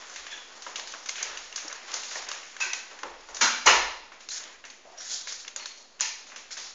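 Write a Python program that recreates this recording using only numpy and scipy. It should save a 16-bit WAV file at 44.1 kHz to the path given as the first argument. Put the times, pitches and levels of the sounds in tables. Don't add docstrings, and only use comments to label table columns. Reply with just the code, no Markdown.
import sys
import numpy as np
from scipy import signal
from scipy.fft import rfft, irfft, next_fast_len
from scipy.io import wavfile

SR = 44100
rng = np.random.default_rng(int(sys.argv[2]) if len(sys.argv) > 2 else 0)


def ratio(d):
    e = np.asarray(d, float) / 20
    return 10 ** e


def waveform_to_disk(signal):
    frames = np.transpose(np.atleast_2d(signal))
    scaled = np.clip(frames, -1, 1) * 32767
    samples = np.round(scaled).astype(np.int16)
    wavfile.write(sys.argv[1], SR, samples)


N = 297461


def rms_one(x):
    return x / np.sqrt(np.mean(x ** 2) + 1e-20)


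def at_hz(points, hz):
    table_hz, values = np.array(points).T
    return np.interp(np.log(hz), np.log(table_hz), values)


def butter(x, hz, kind, order=2):
    return signal.sosfilt(signal.butter(order, hz, kind, fs=SR, output="sos"), x)


def colour(x, spectrum):
    size = next_fast_len(N)
    hz = np.maximum(np.arange(size // 2 + 1) * SR / size, 1)
    shaped = rfft(x, size) * ratio(at_hz(spectrum, hz))
    return rms_one(irfft(shaped, size)[:N])


def ring(clicks, hz, t60):
    r = ratio(-60 / (t60 * SR))
    w = 2 * np.pi * hz / SR
    return signal.lfilter([0, np.sin(w)], [1, -2 * r * np.cos(w), r * r], clicks + 1e-18)


def fading(at_s, level_db, t60, build_s):
    energy = np.full(N, 1e-18)
    np.add.at(energy, (np.asarray(at_s) * SR).astype(int), ratio(2 * level_db))
    fall = ratio(-120 / (t60 * SR))
    rise = np.exp(-1 / (build_s * SR))
    return np.sqrt(signal.lfilter([1 - rise], np.convolve([1, -fall], [1, -rise]), energy))


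def hiss():
    # frequency in Hz, level in dB per Hz.
    hiss_spectrum = [(65, -72.5), (110, -17.5), (227, 8), (511, 9), (1280, 6), (1670, -10), (4800, 0.5),
                     (6710, -13), (7080, 0), (7460, -35.5), (9700, -52), (16400, -120)]
    level_db = -63
    return ratio(level_db + 1.5) * colour(rng.standard_normal(N), hiss_spectrum)


def rumble():
    # time of a jolt in seconds, level in dB.
    jolts = [(0.18, -72), (0.74, -78), (1.26, -66), (1.38, -80), (1.95, -80), (2.2, -77), (3.04, -65),
             (3.11, -62), (3.31, -62), (3.5, -68), (3.658, -42.5), (4.56, -78), (4.8, -79), (5.22, -78),
             (6.1, -80), (6.38, -77), (6.54, -77)]
    shake = ratio(-80) + fading(*np.transpose(jolts), t60=0.77, build_s=.02)
    low = butter(rng.standard_normal(N), 55, "low", order=6)
    return shake * rms_one(butter(low, 36, "high", order=2))


def pressure():
    # time in seconds, level in dB.
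    bustle = [(0.0, -44.5), (0.29, -47), (0.45, -49), (0.66, -47.5), (1.5, -48.5), (1.7, -45.5),
              (2.4, -48.5), (2.65, -50), (2.8, -50.5), (3.1, -51.5), (4.0, -58.5), (4.6, -55.5),
              (4.72, -67.5), (4.94, -54), (5.7, -64), (5.97, -59), (6.2, -54.5), (6.75, -58)]
    # start in seconds, hold in seconds, bright rustle in dB,
    # dull scrape in dB.
    slides = [(0.86, 0.02, -45, -63), (0.928, 0.015, -51, -46), (1.113, 0.036, -53.5, -50),
              (1.198, 0.14, -47, -42.5), (1.405, 0.035, -45.5, -57), (1.872, 0.085, -42.5, -46),
              (1.927, 0.018, -35, -42.5), (1.986, 0.12, -38.5, -57), (2.146, 0.025, -35, -42),
              (2.258, 0.091, -59, -43.5), (3.337, 0.055, -48, -47.5), (3.885, 0.036, -51, -70),
              (4.307, 0.051, -33.5, -53.5), (4.393, 0.11, -48, -49.5), (4.968, 0.027, -45, -56),
              (4.998, 0.12, -37, -61), (5.096, 0.065, -34, -59), (5.19, 0.046, -43.5, -60),
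              (5.268, 0.021, -33, -55), (5.323, 0.064, -48, -67), (5.38, 0.019, -42.5, -64),
              (5.454, 0.026, -52.5, -52.5), (6.504, 0.01, -39.5, -57), (6.573, 0.11, -43, -55.5)]
    attack_s, release_db_per_s = 0.01, 147.5
    scrape_db, scrape_follows = -56, 1
    bustle_db = np.interp(np.arange(N) / SR, *np.transpose(bustle))
    dull_db = scrape_db + scrape_follows * (bustle_db - bustle_db.mean())
    power = ratio(2 * np.array([bustle_db, dull_db]))
    for s, hold_s, *levels_db in slides:
        start = int(s * SR)
        t = np.arange(min(SR, N - start)) / SR
        release = ratio(-release_db_per_s * np.maximum(t - attack_s - hold_s, 0))
        shape = np.minimum(t / attack_s, 1) * release
        power[:, start:start + SR] += (ratio(np.reshape(levels_db, (-1, 1))) * shape) ** 2
    return np.sqrt(power)


def friction(spectrum, per_s, size_db, wet_db, patchy_db):
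    sizes = ratio(size_db * np.minimum(rng.exponential(1, N), 5))
    slips = (rng.random(N) < per_s / SR) * sizes * rng.choice([-1, 1], N)
    clumps = ratio(3.2 * rms_one(butter(rng.standard_normal(N), 25, "low")))
    blur = ratio(wet_db) * rng.standard_normal(N)
    even = colour(rms_one(slips * clumps) + blur, spectrum)
    edges = np.linspace(np.sqrt(100), np.sqrt(8500), 9) ** 2
    wander = ratio(patchy_db * rng.standard_normal((len(edges), 60)))
    wander[::2] *= -1
    place = np.linspace(0, 59, N)
    out = np.zeros(N)
    for low, high, gains in zip(edges, edges[1:], wander):
        out += butter(even, [low, high], "band") * np.interp(place, np.arange(60), gains)
    return rms_one(out)


def shell(x):
    # frequency in Hz, width in Hz, level in dB.
    ball_shell = [(4440, 420, -21.5), (5575, 660, -14.5), (7180, 350, -19)]
    lifted = sum(ratio(db) * rms_one(ring(x, hz, 1.3 / width_hz)) for hz, width_hz, db in ball_shell)
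    return rms_one(x + lifted)


def scuff():
    # frequency in Hz, level in dB per Hz.
    rustle_spectrum = [(880, -42.5), (1500, -11), (2670, -19.5), (3310, -11.5), (3860, -11.5), (4250, -9.5),
                       (6700, -2), (7460, 7.5), (9700, -44.5), (16400, -120)]
    scrape_spectrum = [(88, -68.5), (150, -26), (183, -19), (498, -6), (1270, -2), (1860, -2), (3500, -7.5),
                       (4550, -24.5), (7700, -120)]
    rustle, scrape = pressure()
    bright = shell(friction(rustle_spectrum, 5000, size_db=3, wet_db=2, patchy_db=2.2))
    dull = friction(scrape_spectrum, 1500, size_db=2.5, wet_db=4, patchy_db=1.4)
    return rustle * bright + scrape * dull


def contacts():
    # time in seconds, peak in dB, fullness in dB, room share in dB.
    claws = [(0.0963, -28, -24, 4), (0.1389, -32, -7, 7), (0.6215, -22.5, -11, 0), (0.7579, -16, -2, 1),
             (0.8737, -23.5, -7, 3), (0.9198, -22.5, -16, -19), (1.0885, -17.5, -18, -1),
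             (1.0925, -12.5, -6, -4.5), (1.2272, -10.5, -19, -2), (1.3723, -22, -2, 2),
             (1.5591, -11.5, -23, -1.5), (1.6801, -22, -39, -1.5), (1.94, -10.5, -23, -2),
             (2.0337, -23.5, -3, 4.5), (3.3459, -19, -22.5, 4), (4.205, -33, -1, 5), (4.2882, -17, -16, 1),
             (4.7012, -29, 1, 0.5), (5.1144, -19.5, -22, 7.5), (5.294, -23.5, -28, 0),
             (5.3237, -19, -23, -6), (5.4785, -23, -3, -4), (5.6254, -36, 6, 4), (5.658, -20.5, -3.5, 0),
             (5.9985, -25, 3.5, -14), (5.9935, -35, -2, -3), (1.156, -27, 4, 8), (1.1805, -28, 7.5, 9.5),
             (1.5254, -27.5, 3, -5)]
    ball = [(0.1604, -25.5, -0.5, 4.5), (0.2663, -32.5, 8.5, 3), (0.7956, -21, -6, -23),
            (1.059, -23.5, -3, 3), (1.578, -26, 0, 5.5), (1.7265, -22.5, -7, -13), (1.9164, -25, -4, -3),
            (2.1114, -24, -4, 9), (2.2872, -14, -29, -4.5), (2.3144, -17, -6.5, 0.5), (2.4304, -34.5, 5, 3),
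            (2.5656, -27.5, -1, -3), (2.7326, -13.5, -4.5, -0.5), (2.988, -34, 4, 2.5),
            (3.3678, -20, -8, -19), (4.6507, -27.5, -8, 0.5), (5.2724, -26, 3, 3.5), (5.4475, -34, 6, -3),
            (5.5611, -19, -8.5, 2.5), (5.7751, -32, -14, 5.5), (6.0084, -15, -7, -25),
            (6.2684, -34.5, -10, 8.5), (6.3602, -25, -3, 4), (6.5073, -29.5, 3.5, 2),
            (6.5689, -29, -3, 12.5)]
    paws = [(0.6654, -30, 0.5, 5), (0.7842, -29, -20, 1), (0.9382, -30.5, 4.5, -18),
            (0.9461, -30.5, -10, -11), (1.6484, -38, -26, 2), (1.6994, -38, 9, -4), (1.7141, -43, 16.5, 4),
            (1.8312, -41, -14, 4), (2.156, -24, -28, -2), (2.911, -38.5, 0, 8), (3.0322, -26.5, 5.5, -7.5),
            (3.2847, -42.5, -2, 15), (4.119, -43, 10.5, 6.5), (4.6401, -40.5, 17, 1.5),
            (5.5976, -40.5, 13, 5), (6.2994, -51.5, 21, 1), (6.3184, -44, 13, 6.5)]
    kinds = [(claws, -30.5), (ball, -17.5), (paws, 0)]
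    return np.array([(s, db, full_db, body_db, wet_db)
                     for rows, body_db in kinds for s, db, full_db, wet_db in rows])


def rattle(rows, contact_ms, count):
    s, *levels_db = np.repeat(rows, count, axis=0).T
    late = rng.random((len(rows), count)) * (np.arange(count) > 0) * np.reshape(contact_ms, (-1, 1))
    return s + late.ravel() / 1000, levels_db


def tint(hz, top_db, *rel_db):
    colour_hz = [350, 900, 2200, 4800]
    # frequency in Hz, level in dB.
    mic_colour = [(150, -35.5), (400, -5), (1000, 10), (3000, -1), (5000, -3.5), (6800, 1.5), (7400, 6.5)]
    points_hz = colour_hz[-len(rel_db) - 1:]
    shares = [np.interp(np.log(hz), np.log(points_hz), row) for row in np.eye(len(points_hz))]
    return top_db + sum(share * db for share, db in zip(shares, rel_db[::-1])) + at_hz(mic_colour, hz)


def strike(at_s, levels_db, cycles, uneven_db, count=30):
    at = (np.asarray(at_s) * SR).astype(int)
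    out = np.zeros(N)
    luck = rng.standard_normal((len(at), 2 * count))
    for k, hz in enumerate(np.linspace(np.sqrt(330), np.sqrt(7250), count) ** 2):
        strength = ratio(tint(hz, *levels_db) + uneven_db * luck[:, k])
        clicks = np.zeros(N)
        np.add.at(clicks, at, strength * np.sign(luck[:, count + k]))
        out += ring(clicks, hz, cycles / hz + 0.0067)
    return butter(out, 570, "high", order=3)


def room(at_s, build_s, *levels_db):
    # frequency in Hz, time to fall 60 dB in seconds.
    room_t60 = [(200, 0.64), (700, 0.64), (2000, 0.59), (4000, 0.69), (7000, 0.47)]
    # frequency in Hz, level in dB.
    room_warmth = [(200, 14), (500, 8), (1200, -1)]
    edges = 170 * 2 ** np.arange(0, 5.7, 1 / 3)
    white = rng.standard_normal((2, N))
    out = np.zeros(N)
    for k, (low, high) in enumerate(zip(edges, edges[1:])):
        hz = np.sqrt(low * high)
        level_db = tint(hz, *levels_db) + at_hz(room_warmth, hz)
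        echo = fading(at_s, level_db, at_hz(room_t60, hz), build_s)
        out += butter(white[k % 2], [low, high], "band") * echo
    return out


def ticks():
    rows = contacts()
    s, top_db, middle_db, body_db, wet_db = rows.T
    at_s, levels_db = rattle(rows[:, :4], contact_ms=3.0, count=3)
    direct = strike(at_s, levels_db, cycles=1.7, uneven_db=1.5) * ratio(-17.5)
    t = np.arange(SR // 20) / SR
    scatter = rng.standard_normal(len(t)) * ratio(-22 - 60 * t / .025) * (t > .0006)
    echoes = room(s + 0.0022, 0.00073, top_db + wet_db - 13.5, middle_db, body_db)
    return direct + signal.fftconvolve(direct, scatter)[:N] + echoes


def pings():
    # start in seconds, frequency in Hz, level in dB, ring time in seconds.
    ping_rows = [(0.2658, 2300, -36, 0.014), (0.7579, 7040, -19, .01), (1.5591, 4650, -29, 0.013),
                 (1.6477, 313, -38, .06), (1.6813, 5550, -26, 0.018), (2.158, 790, -43, .03),
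                 (2.157, 1830, -23.5, 0.021), (2.733, 6060, -27, .015), (3.0338, 1050, -20, 0.014),
                 (3.032, 2600, -32, 0.0085), (2.66, 368, -45, 0.17), (0.6654, 1320, -29, .015),
                 (0.9461, 1520, -30, .015), (4.305, 4080, -30, 0.04), (4.7002, 4500, -35, 0.019),
                 (5.4785, 3450, -30, 0.022), (5.5619, 6970, -12.5, .01), (5.657, 3950, -23, 0.011),
                 (6.0075, 7030, -0.5, 0.0073)]
    out = np.zeros(N)
    t = np.arange(SR // 10) / SR
    for s, hz, db, t60 in ping_rows:
        start = int(s * SR)
        swell = 1 - np.exp(-t * hz / 1.0)
        out[start:start + len(t)] += ratio(db - 60 * t / t60) * swell * np.sin(2 * np.pi * hz * t)
    return out


def ripple(x):
    depth_db, width_hz = 2.1, 80
    size = next_fast_len(N)
    hz = np.arange(size // 2 + 1) * SR / size
    bumps_db = depth_db * np.interp(hz / width_hz, np.arange(600), rng.standard_normal(600))
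    return irfft(rfft(x, size) * ratio(bumps_db), size)[:N]


def knocks():
    # time in seconds, top in dB, middle and body in dB #
    # relative to the top, contact time in ms.
    knock_rows = [
        (0.3094, -33, 3, -22, 12),
        (1.6482, -52, -6, 7, 6.9),
        (2.6027, -18.5, -5.5, -13, 4.6),
        (3.0314, -45, 11, 13.5, 11),
        (3.4101, -7, -3.5, -13.5, 4.4),
        (3.6599, -5, -7.5, -8, 16),
        (3.6667, -16.5, 15.5, 4, 10),
        (4.8494, -56, -52, 7.5, 5.3),
        (6.0107, -15.5, -25, -18, 2.2),
        (6.0164, -22.5, 5, -24, 2.2),
    ]
    # start in seconds, frequency in Hz, width in Hz, level in dB, time to fall 60 dB in seconds.
    clinks = [(.305, 3410, 150, -41, 0.6), (0.31, 1704, 150, -42.5, 0.39), (4.976, 5650, 400, -41, .5),
              (5.6, 4330, 250, -46, 0.96), (4.85, 740, 320, -50.5, 1), (2.61, 2510, 27, -30, 0.5),
              (2.61, 2600, 38, -31.5, 0.53), (2.6, 1540, 85, -36, 0.69), (2.61, 2330, 240, -36, 0.68),
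              (2.61, 3380, 60, -50, 0.32), (2.61, 3300, 60, -41, 0.28), (2.61, 6850, 60, -36, 0.34),
              (2.61, 1950, 150, -39, 0.92), (3.67, 1730, 80, -30, 0.31), (3.67, 2940, 78, -24.5, .5),
              (3.411, 2310, 79.5, -34, 0.76), (3.41, 1500, 420, -24, 0.62), (3.429, 250, 40, -45, 0.67),
              (3.669, 1300, 204, -19.5, 0.16)]
    *columns, body_db, contact_ms = np.transpose(knock_rows)
    thud_db = -5 + 1.65 * body_db
    rows = np.transpose([*columns, body_db, thud_db])
    at_s, (top_db, *rel_db) = rattle(rows, contact_ms, count=6)
    out = ripple(room(at_s - .001, 0.00039, top_db - 11, *rel_db))
    white = butter(rng.standard_normal(N), 210, "high", order=4)
    for s, hz, width_hz, level_db, t60 in clinks:
        twice = ring(ring(white, hz, 2.0 / width_hz), hz, 2.0 / width_hz)
        out += rms_one(twice) * fading([s], level_db, t60, 0.0051)
    return out


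def scene():
    heard = scuff() + hiss() + ticks() + pings() + knocks()
    return (butter(heard, 84, "high", order=4) + rumble())[None]


def top_cut(x):
    return signal.sosfilt(signal.butter(12, 9540, fs=SR, output="sos"), x)


def record(dry):
    sample_hz = 16000
    band = signal.sosfilt(signal.cheby2(12, 60, 7980, fs=SR, output="sos"), dry)
    soft = butter(dry, 8360, "low", order=8)
    image = soft * np.cos(2 * np.pi * sample_hz * np.arange(N) / SR)
    image = ratio(-35.5) * butter(image, [8150, 9050], "band", order=5)
    mix = band + image + .0007
    return top_cut(mix)


dry = scene()
out = record(dry)
waveform_to_disk(out)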